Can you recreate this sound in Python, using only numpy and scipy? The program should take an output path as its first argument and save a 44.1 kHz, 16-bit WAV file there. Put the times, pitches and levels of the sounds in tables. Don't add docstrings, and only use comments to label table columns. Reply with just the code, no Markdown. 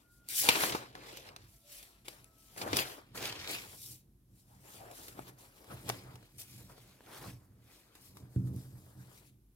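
import sys
import numpy as np
from scipy import signal
from scipy.fft import rfft, irfft, next_fast_len
from scipy.io import wavfile
from scipy.ndimage import uniform_filter1d

SR = 44100
rng = np.random.default_rng(int(sys.argv[2]) if len(sys.argv) > 2 else 0)


def generate_wav(sig):
    pcm = np.round(np.clip(np.atleast_2d(sig).T, -1, 1) * 32767).astype(np.int16)
    wavfile.write(sys.argv[1], SR, pcm)


N = 421155
T = np.arange(N) / SR


def paper():
    # full_at_s, rise_ms, hold_ms, fall_ms, hiss_db, crackle_db, flap_db
    moves = [(0.003, 61.0, 17, 102, -73, -77, -70.5), (0.142, 93.0, 30, 67, -68, -88, -79.0),
             (0.299, 16, 73, 22.0, -41, -48.5, -69), (0.387, 62, 30, 171, -29.5, -40.5, -68),
             (0.499, 74, 7.4, 193.0, -43, -34.5, -36.5), (0.616, 161.0, 46, 112, -36, -36, -36.5),
             (0.953, 7, 34.0, 78.0, -69, -60.0, -54), (1.07, 131, 54, 128, -61.5, -54, -54),
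             (1.167, 78.0, 13.0, 132.0, -61.0, -53.5, -75), (1.262, 42, 19, 86, -67, -61.5, -54),
             (1.367, 10.0, 21, 215, -83, -64.5, -65.5), (1.536, 264, 6.1, 299, -65.5, -87.0, -79),
             (1.724, 80, 43, 193, -53, -58.5, -66.5), (1.823, 15.0, 15.0, 251.5, -69.0, -73, -67.5),
             (2.053, 4, 49, 145, -62.5, -60, -62.0), (2.08, 9, 6.0, 392, -62, -84.5, -63.5),
             (2.416, 85.5, 24, 124, -65.5, -81, -93), (2.577, 11, 58, 25.0, -50, -54.5, -46.5),
             (2.598, 244, 10.0, 20.0, -58.5, -63, -77.0), (2.676, 91, 27, 155.0, -56, -55, -41.5),
             (2.777, 67, 20, 88, -38.5, -38, -37.5), (2.888, 72, 30, 105, -53.5, -55, -53.5),
             (3.154, 11, 52, 218.0, -51, -51, -48), (3.247, 60, 20, 92, -49, -41, -43),
             (3.416, 207, 38, 138, -62, -47.5, -54.0), (3.502, 49, 18, 148, -44.5, -42, -49.0),
             (3.705, 398.0, 48, 12, -57.5, -73, -67), (3.865, 408, 68, 72.5, -51, -68, -74.5),
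             (4.394, 106.0, 7.5, 100, -66.5, -80.5, -78), (4.499, 78, 59.0, 395, -71.0, -81.5, -71.5),
             (4.669, 96, 43.0, 388.0, -61, -66, -63), (4.74, 47, 29, 89.0, -55.5, -64.5, -70),
             (4.849, 90.0, 14, 194.0, -66, -72, -57.5), (4.957, 91, 91.0, 34.0, -57, -65, -63),
             (5.079, 140, 16, 112, -54.0, -60.5, -60.5), (5.178, 35, 23, 198, -61.0, -65.0, -56.5),
             (5.284, 49, 12, 20, -58.5, -60.5, -55.5), (5.386, 13.0, 70, 145, -62, -68.5, -65.5),
             (5.574, 141.0, 16.0, 89.0, -68.0, -72, -71), (5.716, 41, 14, 26, -64, -60.5, -47.5),
             (5.743, 263.0, 120, 263.0, -61.5, -65, -59.5), (5.892, 49, 4.0, 144, -50, -50, -49.5),
             (6.126, 398.0, 33, 53.0, -71, -72, -60), (6.235, 176.0, 17.0, 109.0, -72.5, -70.5, -68.5),
             (6.393, 15, 26, 36, -48.0, -60.5, -64), (6.506, 260, 38.0, 197.0, -59, -64.5, -74),
             (6.58, 8, 28.0, 154.0, -59, -68.0, -70), (6.697, 52.0, 14, 111, -64.5, -72, -61.5),
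             (6.769, 27.0, 20.0, 86, -72, -66, -64.5), (6.833, 129.0, 120, 74, -69, -70, -70.5),
             (7.145, 160.0, 40, 20, -57.5, -59, -55), (7.236, 186.0, 66, 63, -56.0, -59, -56),
             (7.333, 153.0, 8.4, 351.5, -72.5, -86, -70.5), (7.725, 128.0, 5.0, 275.0, -63.5, -66, -64.5),
             (7.953, 54, 20.0, 228.0, -71.0, -72.5, -71), (8.062, 126, 8.0, 115, -59.5, -69.0, -70),
             (8.162, 30, 21.0, 160, -65, -72, -67), (8.346, 72.0, 6.7, 392.0, -67.5, -78.5, -68.5),
             (8.474, 63.0, 13, 46.0, -65.5, -79.0, -69), (8.586, 116, 30, 206.0, -61.0, -74, -68),
             (8.79, 171.0, 97, 208, -68.5, -82, -72), (8.996, 62, 66.0, 80.0, -70.5, -84, -69.5),
             (9.174, 287.0, 12.5, 78, -62.5, -69, -67), (9.28, 196, 7.6, 54.0, -68.5, -72.5, -86.5)]
    stretches = [(1, 1), (1.1, 1.3), (1.2, 1.51)]
    # start_s, crackle_peak_db, hiss_peak_db, flap_peak_db,
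    # t60_s (kept within 0.004 to 0.09)
    snaps = [(0.2872, -59, -33.5, -55, 0.0096), (0.4881, -16, -23.5, -25.5, 0.029),
             (0.554, -31.5, -48, -36, 0.035), (0.6352, -32.5, -42, -28, 0.026),
             (0.696, -34, -60, -53.5, 0.024), (0.7206, -41.5, -71, -47.5, 0.15),
             (0.7476, -47, -50, -35.5, 0.065), (0.9519, -46, -69, -39, 0.015),
             (1.1708, -48, -47, -51, 0.019), (1.2896, -44.5, -64, -52, 0.009),
             (1.3627, -42.5, -51, -48.5, 0.017), (1.827, -55, -55, -64, 0.032),
             (2.047, -66, -71, -70, 0.017), (2.0818, -43, -43.5, -49, 0.028),
             (2.2435, -59, -50.5, -70, 0.011), (2.5633, -57.5, -76, -45, .012),
             (2.58, -43, -68, -40.5, 0.0086), (2.6142, -37.5, -71, -44, 0.05),
             (2.6764, -65, -70, -38, 0.017), (2.7303, -30.5, -63, -31.5, 0.039),
             (2.7684, -31.5, -27, -55.5, 0.016), (2.7866, -32.5, -54, -48.5, 0.044),
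             (3.1745, -43, -55, -54, 0.04), (3.2265, -39, -63, -46.5, 0.012),
             (3.2546, -35, -53, -57, 0.013), (3.3256, -39.5, -54, -49, 0.0095),
             (3.475, -36.5, -70, -59, 0.0093), (4.9122, -60, -55, -52, 0.02),
             (5.0814, -49, -55, -58, 0.026), (5.1921, -78, -55, -36.5, 0.0099),
             (5.6436, -75, -60, -55, 0.01), (5.715, -56, -75, -55, 0.009), (5.772, -63, -73, -67, 0.014),
             (5.8912, -40, -33, -43, 0.016), (5.8985, -29, -43, -28.5, 0.014),
             (6.1554, -56, -62, -58, 0.024), (6.382, -69, -53, -80, 0.029), (6.6976, -66, -72, -60, 0.017),
             (6.228, -65, -80, -56, 0.013), (6.779, -68, -80, -59, 0.025), (7.0066, -69, -82, -55, 0.016),
             (7.0626, -55, -70, -67, 0.0083), (7.9517, -62, -56.5, -65, 0.029),
             (8.1701, -55.5, -54, -51, 0.014), (8.361, -70, -67, -50, 0.0083),
             (8.4715, -70, -74, -67, 0.027), (8.562, -70, -54, -70, 0.01)]
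    # peak_s, peak_db, centre_hz
    pops = [(.2865, -44, 9000), (.7505, -24, 450), (.955, -34, 617), (1.362, -56, 4960), (2.245, -54, 5960),
            (2.731, -18, 1310), (2.77, -9, 6000), (5.191, -39.5, 350), (5.8993, -29, 2500),
            (8.562, -57, 5000)]
    # pitch_hz, level_db
    hiss = [(2200, -28.5), (3000, -6), (5000, 0), (8000, -0.5), (11500, 1.5), (14000, -1.5), (16000, -6.5)]
    crackle = [(1000, -25.5), (1500, -12), (2000, -6.5), (2400, -4), (2900, -6.5), (4300, -7.5),
               (6000, -13), (9000, -23.5)]
    flap = [(130, -13), (200, -10.5), (300, -2.5), (460, -3.5), (800, -5.5), (1200, -8), (1700, -10.5),
            (2300, -18)]

    full_at, rise, hold, fall, *layer_dbs = np.transpose(moves)
    levels = [swells(full_at, rise_stretch * rise, hold, fall_stretch * fall, db)
              for db, (rise_stretch, fall_stretch) in zip(layer_dbs, stretches)]
    grains = (grainy(per_s=380, spread_db=3.5, grain_s=0.0079, share=0.65),
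              grainy(per_s=750, spread_db=4.5, grain_s=0.0034, share=0.84),
              grainy(per_s=28, spread_db=5.5, grain_s=0.024, share=0.4))

    out = scrapes()
    t = np.arange(4000) / SR
    bursts = np.zeros((3, N))
    for start, crackle_db, hiss_db, flap_db, t60 in snaps:
        t60 = np.clip(t60, 0.004, 0.09)
        attack = (1 - np.exp(-t / (0.013 * t60))) ** 2
        shape = attack * gain_of(-60 * t / t60)
        for burst, db in zip(bursts, (hiss_db, crackle_db, flap_db)):
            add(burst, start, gain_of(db) * shape / shape.max())

    for slow, grain, burst, colour in zip(levels, grains, bursts, (hiss, crackle, flap)):
        level = slow * grain + burst
        out += coloured(level * rng.standard_normal((3, N)), colour)

    lead_s = 0.004
    for peak_s, db, hz in pops:
        u = (np.pi * hz * (t[:400] - lead_s)) ** 2
        pulse = (2 * u - 1) * np.exp(-u)
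        add(out[0], peak_s - lead_s, gain_of(db) * pulse)
    return heard(out)


def scrapes():
    # start_s, end_s, pitch_hz, width_hz, level_db
    rubs = [(0.958, 1.34, 486, 89, -58.5), (4.476, 4.594, 820, 202.4, -70.5), (4.754, 4.965, 694, 137, -54),
            (7.05, 7.3, 840, 248, -56.5)]
    out = np.zeros((3, N))
    for start, end, hz, width, db in rubs:
        rub = signal.lfilter(*signal.iirpeak(hz, hz / width, SR), rng.standard_normal((3, N)))
        fade = np.sin(np.pi * np.clip((T - start) / (end - start), 0, 1))
        out += gain_of(db) * evened(rub) * fade
    return out


def heard(x):
    # time_s, right_delay_ms, left_over_right_db
    place = [(0, 0.33, 5), (.45, 0.27, 2), (.6, 0.29, 2), (1, 0.35, 0.5), (1.6, 0.29, 1), (2.2, 0.26, 3.5),
             (2.9, 0.36, 2), (3.2, 0.045, 1), (3.8, 0.3, 1.7), (4.3, .3, 2.5), (5.3, 0.29, 2),
             (5.699, 0.19, 2), (6.3, 0.16, 2), (7.201, 0.015, 1), (8.2, 0.15, 2.5), (9.55, 0.25, 4.5)]
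    # pitch_hz, shared_power [0 to 1]
    likeness = [(100, 0.86), (300, 0.96), (700, 0.21), (1500, 0.57), (3000, 0.37), (7000, 0.35),
                (15000, 0.7)]
    hz, t, z = signal.stft(x, SR, nperseg=256, noverlap=192)

    patches = uniform_filter1d(rng.standard_normal(z.shape[1:]), 3, 0)
    patches = uniform_filter1d(patches, 30, 1)
    z = z * gain_of(2.0 * evened(patches))

    time_s, delay_ms, pan_db = np.transpose(place)
    late = hz * np.clip((7000 - hz) / 2000, 0, 1)
    turn = np.exp(1j * np.pi * late[:, None] * np.interp(t, time_s, delay_ms) / 1000)
    lean = gain_of(np.interp(t, time_s, pan_db) / 2)

    at_hz, share = np.transpose(likeness)
    alike = np.interp(np.log(hz + 1), np.log(at_hz), share)
    alike = np.clip(alike, 0, 1)[:, None]
    direct = np.sqrt(alike) * z[0]
    apart = np.sqrt(1 - alike) * z[1:]
    left = (direct * turn + apart[0]) * lean
    right = (direct / turn + apart[1]) / lean
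    return signal.istft(np.array([left, right]), SR, nperseg=256, noverlap=192)[1][:, :N]


def desk():
    # pitch_hz, level_db, t60_s
    modes = [(96.5, -9, 0.79), (120.6, 0, 0.63), (130.4, -4, 1.1), (149, -17.5, 0.78), (183.7, -6, .6),
             (205.5, -17, .5), (254, -14, 0.88), (271, -16.5, 0.44), (300, -16, 0.53), (308, -18.5, 0.87),
             (348, -18.5, 0.51), (438, -25, 0.32)]
    # full_at_s, rise_ms, hold_ms, fall_ms, level_db (of the driving noise)
    presses = [(0.272, 231, 6.0, 40.0, -78), (0.48, 92.0, 5.0, 104.0, -49), (0.631, 388.0, 101.0, 210, -52),
               (0.724, 20, 16, 212.0, -53), (0.913, 15.0, 28.0, 391.0, -78),
               (1.134, 179.0, 7.0, 232.0, -62.5), (1.324, 407.0, 170, 48, -63.5),
               (2.025, 114.0, 88, 19.5, -67), (2.197, 80, 47, 43.5, -64.0), (2.552, 31.0, 43.0, 15.0, -62),
               (2.727, 189.0, 5.3, 127.0, -42.5), (3.197, 217.0, 5.0, 357.0, -51.5),
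               (3.38, 9, 55.0, 162.0, -56), (3.522, 6.0, 269.0, 65.0, -59.5), (3.888, 92.0, 44, 69.0, -56),
               (4.08, 312.5, 58, 73.5, -64.5), (4.32, 216.5, 29.0, 98.5, -65.5),
               (4.576, 348, 7.0, 114, -62.5), (4.804, 144.0, 7.0, 221.0, -59.5),
               (5.171, 365.0, 4.0, 404, -56.5), (5.727, 99, 4.3, 143, -47), (5.866, 41, 29, 197, -45),
               (6.032, 9.0, 75, 114, -52.5), (6.132, 95, 7.3, 181.0, -52.5), (6.347, 45, 64, 74, -58.5),
               (6.61, 272.0, 8.3, 129, -52), (6.817, 409, 100, 406.0, -65),
               (7.278, 134.0, 4.4, 177.5, -46.0), (7.498, 45, 125.0, 169, -60.5),
               (8.223, 209, 7.3, 58.0, -49.5), (8.529, 233, 8.8, 156, -41), (8.717, 29, 43.0, 377.0, -53),
               (8.968, 39.0, 19.0, 151, -52.5), (9.275, 407.0, 47.0, 406, -65.5)]
    # start_s, peak_db
    blows = [(5.19, -47.5), (5.71, -50), (5.9, -52), (8.36, -18.5)]
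    rest_db = -78.5

    t = np.arange(SR) / SR
    ring = sum(gain_of(db - 60 * t / t60) * np.sin(2 * np.pi * hz * t) for hz, db, t60 in modes)

    pressure = swells(*np.transpose(presses)) + gain_of(rest_db)
    shuffle = pressure * (rng.standard_normal(N) + 0.05 * rng.standard_normal((2, N)))
    damped = ring * gain_of(-250 * t)
    boom = signal.oaconvolve(shuffle, damped[None] / np.linalg.norm(damped))[:, :N]

    padded_blow = np.exp(-((t[:300] - 0.002) / 0.00058) ** 2)
    thud = np.convolve(ring, padded_blow)
    knocks = np.zeros(N)
    for start, peak_db in blows:
        add(knocks, start, gain_of(peak_db) * thud / abs(thud).max())

    bass_cut = signal.butter(2, 75, "high", fs=SR, output="sos")
    left, right = signal.sosfilt(bass_cut, boom + knocks)
    return np.array([left, np.roll(right, 12)]) * gain_of([[-0.7], [0.7]])


def tones():
    # start_s, end_s, start_hz, end_hz, level_db, octave_below_level_db (-110: inaudible)
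    notes = [(0.01, 0.398, 1428, 1413, -71, -110), (1.444, 2.1, 1338, 1350, -85.5, -80),
             (1.614, 1.852, 580, 583, -71.5, -110), (2.194, 2.62, 1300, 1304, -77.5, -82.5)]
    out = np.zeros(N)
    for start, end, from_hz, to_hz, db, low_db in notes:
        turns = np.cumsum(np.linspace(from_hz, to_hz, round((end - start) * SR))) / SR
        note = gain_of(db) * np.sin(2 * np.pi * turns)
        note = note + gain_of(low_db) * np.sin(np.pi * turns)
        waver = uniform_filter1d(rng.standard_normal(len(note)), 1500)
        waver = evened(uniform_filter1d(waver, 1500))
        fades = signal.windows.tukey(len(note), 0.4)
        add(out, start, note * gain_of(2.5 * waver) * fades)
    return out


def room():
    # pitch_hz, density_db (per Hz)
    spectrum = [(25, -19), (50, 6.5), (70, -11), (125, -4.5), (160, -18.5), (195, -11), (300, -12.5),
                (500, -33), (1000, -33), (2000, -37.5), (5000, -37.5), (8000, -37.5), (12000, -29.5),
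                (16000, -38.5)]
    level_db = -68
    a, b, c = rng.standard_normal((3, N))
    shared = coloured(a, spectrum)
    apart = coloured(np.array([b, c]), spectrum)
    bass = signal.butter(1, 600, fs=SR, output="sos")
    return gain_of(level_db) * (signal.sosfilt(bass, shared - apart) + apart)


def swells(at, rise_ms, hold_ms, fall_ms, db, step=64):
    rise_bend, fall_bend = 1.1, 0.97
    ms = 1000 * (T[::step, None] - at)
    before = np.maximum(-ms, 0) / np.maximum(rise_ms, 2)
    after = np.maximum(ms - hold_ms, 0) / np.maximum(fall_ms, 2)
    drop_db = 20 * (before ** rise_bend + after ** fall_bend)
    power = gain_of(db - drop_db) ** 2
    return np.interp(T, T[::step], np.sqrt(power.sum(1)))


def grainy(per_s, spread_db, grain_s, share):
    size = gain_of(spread_db * np.minimum(rng.exponential(1, N), 4))
    size = size * (rng.random(N) < per_s / SR)
    fall = np.exp(-1 / (grain_s * SR))
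    slips = evened(signal.lfilter([1], [1, -fall], size))
    return evened(1 + share * slips)


def coloured(x, points):
    size = next_fast_len(N + 4096)
    hz, db = np.transpose(points)
    hz = np.r_[hz[0] / 4, hz, hz[-1] * 4]
    db = np.r_[db[0] - 50, db, db[-1] - 50]
    bins_hz = np.fft.rfftfreq(size, 1 / SR)
    shape = evened(gain_of(np.interp(np.log(bins_hz + 1), np.log(hz), db)))
    return irfft(rfft(x, size) * shape, size)[..., :N]


def gain_of(db):
    return 10 ** (np.asarray(db) / 20)


def evened(x):
    return x / np.sqrt(np.mean(x ** 2) + 1e-20)


def add(mix, start_s, sound):
    part = mix[round(start_s * SR):][:len(sound)]
    part += sound[:len(part)]


def scene():
    return paper() + desk() + tones() + room()


def record(dry):
    edge_hz = 15950
    thin = signal.sosfilt(signal.butter(4, 40, "high", fs=SR, output="sos"), dry)
    band_limit = signal.firwin(1023, edge_hz, window=("kaiser", 9), fs=SR)
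    return signal.oaconvolve(thin, band_limit[None], "same")


dry = scene()
out = record(dry)
generate_wav(out)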